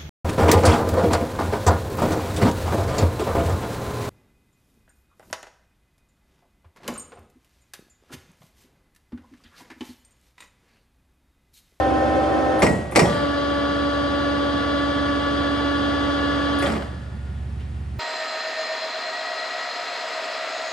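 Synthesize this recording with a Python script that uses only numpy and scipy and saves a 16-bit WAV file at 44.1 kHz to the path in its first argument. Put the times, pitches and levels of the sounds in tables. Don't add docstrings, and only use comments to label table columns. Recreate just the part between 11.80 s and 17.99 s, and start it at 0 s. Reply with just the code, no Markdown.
import sys
import numpy as np
from scipy import signal
from scipy.fft import rfft, irfft, next_fast_len
from scipy.io import wavfile

SR = 44100
rng = np.random.default_rng(int(sys.argv[2]) if len(sys.argv) > 2 else 0)


def wav_record(signal):
    frames = np.transpose(np.atleast_2d(signal))
    bounded = np.clip(frames, -1, 1)
    quanta = np.round(bounded * 32767).astype(np.int16)
    wavfile.write(sys.argv[1], SR, quanta)


N = 272979
TIME = np.arange(N) / SR

# frequency in Hz, correlation of left and right.
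MIC_LIKENESS = [(60, 1), (270, 0.85), (580, 0.38), (1240, 0.086), (2650, 0.53), (5600, 1), (9000, 0.03)]
# frequency in Hz, left over right in dB.
MIC_LEAN = [(60, -2.5), (280, -2.5), (600, 0), (1200, -1.5), (2600, 2), (4800, 4.5), (9000, 0)]
# frequency in Hz, lead of the left side in radians.
MIC_LEAD = [(60, -3), (300, -0.95), (570, 1.28), (780, 0.5), (1140, 0.9), (1430, 1.5), (1720, 1),
            (3400, 0.97), (5000, 1.5)]
LEFT_LEAD_S = .00002

BELT_LAPS_HZ = 5.832
HUM_AND_WHINE = {12: -2.1, 15: -8, 20: -11, 24: -14.5, 29: -38, 62: -28, 98: -42.5, 128: -33.5, 147: -41.5,
                 245: -44, 294: -40.5, 322: -37}
# time in seconds, level in dB.
IDLING_LEVEL = [(0, -30), (0.35, -30), (0.65, -35.5), (1.9, -34), (4.7, -31.5), (5.28, -32), (5.55, -28.5),
                (6.19, -29)]
# frequency in Hz, level in dB per Hz.
IDLE_SPECTRUM = [(20, -81), (40, -91), (55, -60.5), (140, -61), (220, -64), (320, -75), (700, -82.5),
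                 (1100, -82.5), (1900, -86), (3500, -93), (6000, -102), (9300, -101), (10300, -107),
                 (11400, -107), (12200, -124)]

# thrown in and thrown out in seconds, shaft turns per second,
# mid-run level in dB, seconds to die away by 60 dB (t60).
FEED_RUNS = [(-.6, 0.846, 12.98, 0, 0.25), (1.16, 4.825, 14.305, .5, 0.77)]
SWELL_S, OVERSHOOT_TURNS_PER_S, SETTLE_S = 0.095, .7, .175
SAG_TURNS_PER_S2, GROWTH_DB_PER_S = .016, 0.45
TAIL_DB, TAIL_T60_S = -3.5, 1.68
FIRST_GEAR_TONES = {20: (-30, -18.5, 0.65), 24: (-27.5, 0, 0.27), 40: (-29, 3, 0.83), 41: (-28, 2.6, 0.84),
                    43: (-31.5, 2, 0.97), 49: (-43, -1, 0.44), 60: (-24.5, -1.5, 0.2), 80: (-35, -1, 0.33),
                    100: (-38.5, 0.85, 0.11), 120: (-43, 3, 0.41), 140: (-37.5, -1.5, 0.79),
                    200: (-54, 5, 0.44)}
SECOND_GEAR_TONES = {20: (-34, -5.5, 0.16), 23: (-42, -1, 0.25), 30: (-46, 0.78, .1), 32: (-43.5, -1, 0.55),
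                     39: (-45.5, 3, 0.28), 40: (-30.5, 6.6, 0.26), 42: (-41.5, 21, 0.3), 47: (-44, 0, 0.49),
                     54: (-53, 0, .3), 70: (-53, 0, 0.17), 78: (-44, 0, 0.34), 60: (-41.5, -2.2, 1.1),
                     80: (-31.5, .4, 0.15), 88: (-46.5, -.5, 0.07), 100: (-35.5, 7.5, 0.31),
                     120: (-38, -1, 0.77), 140: (-47.5, 0.89, 0.75), 160: (-50, 5.4, 0.9),
                     181: (-56, 3, 0.91), 200: (-46, 6.4, 0.47), 220: (-48.5, 3, 0.36),
                     229: (-49.5, 3.4, 1.2), 240: (-49.5, 7.6, 0.29), 260: (-52, 4.5, 0.26),
                     280: (-48, 2.7, 0.6), 290: (-62, 3, 0.5), 320: (-51.5, 5, 0.38),
                     332: (-51.5, 4.5, 0.46), 359: (-57, 3, 0.85), 438: (-62, 3, 0.89)}
# frequency in Hz, level in dB per Hz.
FIRST_RUBBING = [(110, -110), (180, -62), (270, -51.5), (400, -54), (520, -48), (680, -53), (950, -63),
                 (1400, -62), (1900, -69), (2600, -76), (4500, -80.5), (7000, -91.5), (9500, -93),
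                 (12000, -103)]
SECOND_RUBBING = [(120, -101), (195, -60), (450, -60.5), (570, -59), (700, -58), (900, -70), (1250, -61),
                  (1600, -67), (1850, -70.5), (2400, -77.5), (2950, -75), (3250, -70.5), (3550, -74),
                  (3850, -76.5), (4350, -79), (4950, -77), (5600, -90.5), (6300, -89), (7300, -96),
                  (9500, -91.5), (10200, -125)]
# frequency in Hz, change from start to end in dB.
WHINE_CHANGE = [(290, -0.5), (570, -8), (850, -4.5), (1140, -2), (1720, 4), (2300, -1), (2850, 2),
                (3150, 1), (3430, -3.5), (3720, -2.5), (4000, -2.5), (4700, -2.5)]
# centre in Hz, half width in Hz, lift in dB.
CASE_RESONANCES = [(285, 4.5, 9), (3200, 62, 8), (3421, 10, 9)]

# start in seconds, level in dB.
CATCH_TICKS = [(0.791, -40), (.801, -44), (1.112, -42), (1.143, -55), (4.786, -40.5), (4.815, -42)]
# start in seconds, then the levels in dB
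CLUTCH_CONTACTS = [(.821, -16, -42, -19, -24), (.828, -17, -15, -40, -25), (.843, -26, -21, -26, -36),
                   (.866, -20.5, -34, -18.5, -30), (1.122, -31, -33, -36, -51), (1.152, -21, -34, -39, -39),
                   (1.159, -11, -13, -15.5, -13.5), (1.192, -14, -18, -16, -19.5),
                   (1.219, -27, -25, -26, -35), (1.242, -33, -28, -40, -40), (4.824, -22.5, -29, -26, -41),
                   (4.845, -28, -27, -43, -36), (4.867, -25.5, -28, -41, -39), (4.897, -33, -37, -33, -48),
                   (4.92, -28, -31, -43, -39), (4.96, -43, -29.5, -34, -56)]
CRACK_RISE_S = .0008
# frequency in Hz, relative level in dB, t60 in seconds.
LEVER_MODES = [(135, -10, .55), (183, -5.5, 0.7), (226, -10, 0.35), (328, -10, .5), (365, -6, 0.26),
               (458, -8, 0.35), (566, -7, 0.45), (612, -8, .35), (654, -5, 0.15), (830, -5, 0.12),
               (1176, -3, 0.1), (2020, -2, 0.08), (2150, -1, 0.05), (2340, -3, 0.05), (2490, -6, 0.07),
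               (1912, -11.5, 0.7), (1934, -17, .35), (4060, -15, 0.12), (4320, -22, .3), (4580, -11, 0.18),
               (4694, -17, .26), (5270, -14, .18), (5297, -14, 0.26), (5430, -17, .15), (5698, -16, 0.35),
               (5745, -20, .25), (6900, -13, 0.15), (7736, -20, .35), (8683, -17, 0.2)]
# start in seconds, level in dB.
DRIVE_JOLTS = [(0.832, -16), (0.857, -22), (0.9, -17), (1.176, -24), (1.215, -15), (1.262, -19),
               (4.834, -24), (4.877, -23)]
# start in seconds, level in dB.
TOOTH_SKIPS = [(1.228, -44), (1.255, -33), (1.295, -35), (1.325, -37), (4.826, -47), (4.859, -27)]

# start in seconds, hold in seconds, opening pitch in Hz, level in dB.
DRIVE_GROANS = [(4.822, 0.032, 569, -25), (4.868, 0.023, 567.6, -26), (4.874, 0.084, 230, -28.5)]
# frequency in Hz, level in dB.
UNLOADED_TONES = [(570.6, -61), (855.9, -63), (1427, -58.5), (1712, -63.5), (1863, -66), (3430, -72)]
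# start in seconds, gain in dB.
SLEEVE_BRUSHES = [(5.795, 6.5), (5.94, 1)]

# frequency in Hz, relative level in dB per Hz.
TICK_SPECTRUM = [(2000, -26), (7300, -20), (8400, -13), (9400, 0), (12500, -16)]
CRACK_SPECTRUM = [(200, -35), (700, 8.5), (1300, 2.5), (2200, 6.5), (3300, -7), (5500, -9), (8500, -3.5),
                  (10000, -12.5), (12500, -18)]
THUD_SPECTRUM = [(30, -50), (110, -21), (220, 1.5), (380, 5), (650, 3), (1000, -3), (2000, -26),
                 (5000, -50)]
BOOM_SPECTRUM = [(30, -60), (70, -2), (120, -2.5), (190, 1.5), (260, -4.5), (500, -25), (1500, -68)]
RASP_SPECTRUM = [(1200, -21), (2400, 0), (2800, -15), (3250, 6), (3800, -6), (4600, -10), (5500, -32)]
RATTLE_SPECTRUM = [(300, -8), (400, 4), (600, 3), (850, -13), (1250, 2), (1900, -5), (2600, -13),
                   (3250, -8), (3600, -15), (4500, -16), (7000, -32)]
CLOTH_SPECTRUM = [(300, -105), (1500, -93), (3000, -89), (6000, -107), (9000, -109), (12000, -120)]


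def from_db(db):
    return 10 ** (np.asarray(db) / 20)


def rms_one(x):
    return x / np.sqrt(np.mean(x ** 2) + 1e-20)


def at_hz(points, hz):
    freqs, values = np.transpose(points)
    return np.interp(np.log(hz + 1e-9), np.log(freqs), values)


def pan(lean_db):
    gains = from_db(np.array([[.5], [-.5]]) * lean_db)
    return gains / np.sqrt(np.mean(gains ** 2, axis=0))


def drift(rate_hz):
    step = 40
    pole = np.exp(-2 * np.pi * rate_hz * step / SR)
    slow = signal.lfilter([1], [1, -2 * pole, pole * pole], rng.standard_normal(N // step + 2002))[2000:]
    return np.interp(np.arange(N) / step, np.arange(len(slow)), rms_one(slow))


def white():
    return rng.standard_normal((2, N))


def ripple(count, spacing_hz):
    knots = rng.standard_normal(4096)
    return np.interp(np.linspace(0, SR / 2, count) / spacing_hz, np.arange(len(knots)), knots)


def colour(noises, spectrum, ripple_db=0):
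    size = next_fast_len(N)
    mid, side = rfft(noises, size)
    hz = np.arange(len(mid)) * SR / size
    alike = at_hz(MIC_LIKENESS, hz)
    pair = np.sqrt((1 + alike) / 2) * mid + np.sqrt((1 - alike) / 2) * side * [[1], [-1]]
    pair *= np.exp(1j * np.pi * hz * LEFT_LEAD_S * np.array([[1], [-1]]))
    crowded = hz / (hz + 900) / (1 + (hz / 9500) ** 4)
    peaks = rms_one(from_db(ripple_db * crowded * ripple(len(hz), spacing_hz=45)))
    gain = peaks * pan(at_hz(MIC_LEAN, hz)) * from_db(at_hz(spectrum, hz)) * np.sqrt(SR / 2)
    return irfft(pair * gain, size)[:, :N]


def unit_noise(spectrum, ripple_db=0):
    return rms_one(colour(white(), spectrum, ripple_db))


def turning_noise(turns, repeat_share):
    turn_samples = int(N / turns[-1])
    flaws = white()[:, (turns % 1 * turn_samples).astype(int)]
    return np.sqrt(repeat_share) * flaws + np.sqrt(1 - repeat_share) * white()


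def sine(cycles):
    return np.sqrt(2) * np.sin(2 * np.pi * (cycles + rng.random()))


def strikes(times, levels_db):
    clicks = np.zeros(N)
    clicks[(np.asarray(times) * SR).astype(int)] = from_db(levels_db)
    return clicks


def ring(clicks, hz, t60):
    decay, angle = from_db(-60 / (t60 * SR)), 2 * np.pi * hz / SR
    return signal.lfilter([0, np.sin(angle)], [1, -2 * decay * np.cos(angle), decay ** 2], clicks + 1e-18)


def dying(clicks, rise_s, t60):
    keep, fill = from_db(-120 / (t60 * SR)), np.exp(-1 / (rise_s * SR))
    energy = signal.lfilter([1], [1, -keep], clicks ** 2 + 1e-18)
    return np.sqrt(signal.lfilter([1 - fill], [1, -fill], energy))


def fading(since_s, t60):
    return from_db(-60 * np.maximum(TIME - since_s, 0) / t60)


def idling_machine(repeat_share, lean_db):
    laps = BELT_LAPS_HZ * TIME
    tones = sum(from_db(db) * sine(order * laps) for order, db in HUM_AND_WHINE.items())
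    level_db = np.interp(TIME, *np.transpose(IDLING_LEVEL))
    rumble = colour(turning_noise(laps, repeat_share), IDLE_SPECTRUM)
    return tones * pan(lean_db) * from_db(level_db) + rumble


def drive_motion(run):
    start, stop, speed, level_db, t60 = run
    age = np.clip(TIME - start, 0, stop - start)
    speed = speed + OVERSHOOT_TURNS_PER_S * np.exp(-(age / SETTLE_S) ** 2) - SAG_TURNS_PER_S2 * age
    swell = 1 - np.exp(-(age / SWELL_S) ** 2)
    release = np.maximum(fading(stop, t60), from_db(TAIL_DB) * fading(stop, TAIL_T60_S))
    growth_db = GROWTH_DB_PER_S * (age - (stop - start) / 2)
    progress = age / (stop - start)
    return speed, level_db + growth_db + 20 * np.log10(swell * release + 1e-9), progress


def case_gain_db(hz):
    return sum(db * np.exp(-((hz - centre) / width) ** 2) for centre, width, db in CASE_RESONANCES)


def feed_drive(run, tones, spectrum, sway, flutter_hz, mesh_depth, unloading):
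    speed, level_db, progress = drive_motion(run)
    turns = np.cumsum(speed) / SR
    teeth = min(tones)
    meshing = 1 + mesh_depth * np.cos(2 * np.pi * teeth * turns)
    out = colour(turning_noise(turns, repeat_share=.5) * meshing, spectrum, ripple_db=5.5)
    load = from_db(unloading * np.minimum(level_db, 0))
    for order, (tone_db, lean_db, rough) in tones.items():
        hz = order * speed[-1]
        once_a_turn = sway * rough * np.sin(2 * np.pi * (turns + rng.random()))
        carrier = np.exp(1j * (2 * np.pi * (order * turns + rng.random()) + once_a_turn))
        flutter = np.array([drift(flutter_hz) + 1j * drift(flutter_hz) for side in range(2)])
        flutter = (flutter + flutter.mean(axis=0)) / 2
        arrival = np.exp(1j * at_hz(MIC_LEAD, hz) * np.array([[.5], [-.5]]))
        tone = ((1 + rough * flutter) * carrier * arrival).real / np.sqrt(.5 + rough ** 2)
        shift_db = at_hz(WHINE_CHANGE, hz) * (progress - .5) + case_gain_db(order * speed)
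        out += load * tone * pan(lean_db) * from_db(tone_db + shift_db)
    return out * from_db(level_db)


def catch_ticks(rise_s, t60):
    return unit_noise(TICK_SPECTRUM) * dying(strikes(*np.transpose(CATCH_TICKS)), rise_s, t60)


def clunks(crack_t60, thud_t60, room_db, room_t60, grain_db, split_hz, dulling):
    times, crack_db, thud_db, _, _ = np.transpose(CLUTCH_CONTACTS)
    sharp, heavy = strikes(times, crack_db), strikes(times, thud_db)
    bright = strikes(times, crack_db + dulling * (crack_db - crack_db.max()))
    grit = unit_noise(CRACK_SPECTRUM, ripple_db=4) * from_db(grain_db * drift(200))
    body = signal.sosfilt(signal.butter(1, split_hz, fs=SR, output="sos"), grit)
    crack = body * dying(sharp, CRACK_RISE_S, crack_t60)
    crack += (grit - body) * dying(bright, CRACK_RISE_S, crack_t60)
    thud = unit_noise(THUD_SPECTRUM) * dying(heavy, rise_s=0.0045, t60=thud_t60)
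    room = unit_noise(CRACK_SPECTRUM, ripple_db=4) * dying(sharp, rise_s=0.0027, t60=room_t60)
    return crack + thud + from_db(room_db) * room


def ringing_steel(ring_db, waver_share, waver_hz):
    times, _, thud_db, ping_db, teeth_db = np.transpose(CLUTCH_CONTACTS)
    base_top_hz, frame_top_hz, gear_top_hz, spread_db = 300, 1500, 2700, 1.3
    out = np.zeros((2, N))
    for hz, mode_db, t60 in LEVER_MODES:
        contact_db = thud_db if hz < frame_top_hz else ping_db if hz < gear_top_hz else teeth_db
        when, blow_db = np.transpose(DRIVE_JOLTS) if hz < base_top_hz else (times, contact_db)
        blows = strikes(when, blow_db + mode_db + rng.normal(0, spread_db, len(when)))
        mode = ring(blows, hz, t60) * (1 + waver_share * drift(waver_hz))
        right_lag = int(max(at_hz(MIC_LEAD, hz), 0) * SR / (2 * np.pi * hz))
        out += np.array([mode, np.roll(mode, right_lag)]) * pan(at_hz(MIC_LEAN, hz))
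    return from_db(ring_db) * signal.sosfilt(signal.butter(2, 110, "high", fs=SR, output="sos"), out)


def jolts(rise_s, t60, tail_db, tail_t60):
    shoves = strikes(*np.transpose(DRIVE_JOLTS))
    envelope = np.hypot(dying(shoves, rise_s, t60), from_db(tail_db) * dying(shoves, rise_s, tail_t60))
    return unit_noise(BOOM_SPECTRUM) * envelope


def rasps(rise_s, t60):
    return unit_noise(RASP_SPECTRUM) * dying(strikes(*np.transpose(TOOTH_SKIPS)), rise_s, t60)


def groans(rise_s, t60, rough, sag_hz_per_s):
    out = np.zeros((2, N))
    for start, hold_s, hz, level_db in DRIVE_GROANS:
        age = np.clip(TIME - start, 0, 1)
        envelope = (1 - np.exp(-(age / rise_s) ** 2)) * fading(start + hold_s, t60)
        cycles = np.cumsum(hz - sag_hz_per_s * age) / SR
        tone = np.sqrt(2) * np.sin(2 * np.pi * cycles) * (1 + rough * drift(37))
        out += from_db(level_db) * envelope * tone * pan(at_hz(MIC_LEAN, hz))
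    return out


def freewheel(start_s, hold_s, t60, waver_db, waver_hz):
    tones = np.zeros((2, N))
    for hz, db in UNLOADED_TONES:
        tones += from_db(db + waver_db * drift(waver_hz)) * sine(hz * TIME) * pan(at_hz(MIC_LEAN, hz))
    return tones * (TIME > start_s) * fading(start_s + hold_s, t60)


def rattle(start_s, knocks_per_s, fall_20db_s, level_db, spread_db, knock_t60):
    gap_scatter, level_scatter = rng.standard_normal((24, 2)).T
    age = np.cumsum(np.exp(.35 * gap_scatter)) / knocks_per_s
    knocks = strikes(start_s + age, level_db + spread_db * level_scatter - 20 * (age / fall_20db_s) ** 2)
    return unit_noise(RATTLE_SPECTRUM, ripple_db=2.5) * dying(knocks, CRACK_RISE_S, knock_t60)


def sleeve(rise_s, t60):
    return colour(white(), CLOTH_SPECTRUM) * dying(strikes(*np.transpose(SLEEVE_BRUSHES)), rise_s, t60)


def scene():
    drop_out_s = FEED_RUNS[-1][1]
    mix = idling_machine(repeat_share=0.46, lean_db=-2.0)
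    mix += feed_drive(FEED_RUNS[0], FIRST_GEAR_TONES, FIRST_RUBBING,
                      sway=0.41, flutter_hz=11.4, mesh_depth=0.13, unloading=0.96)
    mix += feed_drive(FEED_RUNS[1], SECOND_GEAR_TONES, SECOND_RUBBING,
                      sway=1.0, flutter_hz=20, mesh_depth=0.22, unloading=0.63)
    mix += catch_ticks(rise_s=0.00066, t60=0.19)
    mix += clunks(crack_t60=0.086, thud_t60=0.47, room_db=-16.0, room_t60=0.65,
                  grain_db=1.0, split_hz=1500, dulling=0.58)
    mix += ringing_steel(ring_db=-1.5, waver_share=0.17, waver_hz=30)
    mix += jolts(rise_s=0.0072, t60=0.12, tail_db=-7.5, tail_t60=0.75)
    mix += rasps(rise_s=0.0018, t60=0.066)
    mix += groans(rise_s=.016, t60=.2, rough=0.16, sag_hz_per_s=130)
    mix += freewheel(drop_out_s, hold_s=0.75, t60=0.53, waver_db=3, waver_hz=8.0)
    mix += rattle(drop_out_s, knocks_per_s=80, fall_20db_s=.25, level_db=-25, spread_db=3, knock_t60=.05)
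    return mix + sleeve(rise_s=0.011, t60=0.26)


def record(dry):
    ceiling, cutoff_hz = .9, 12500
    rounded = dry / (1 + (dry / ceiling) ** 6) ** (1 / 6)
    return signal.sosfilt(signal.ellip(10, .1, 90, cutoff_hz, fs=SR, output="sos"), rounded)


dry = scene()
out = record(dry)
wav_record(out)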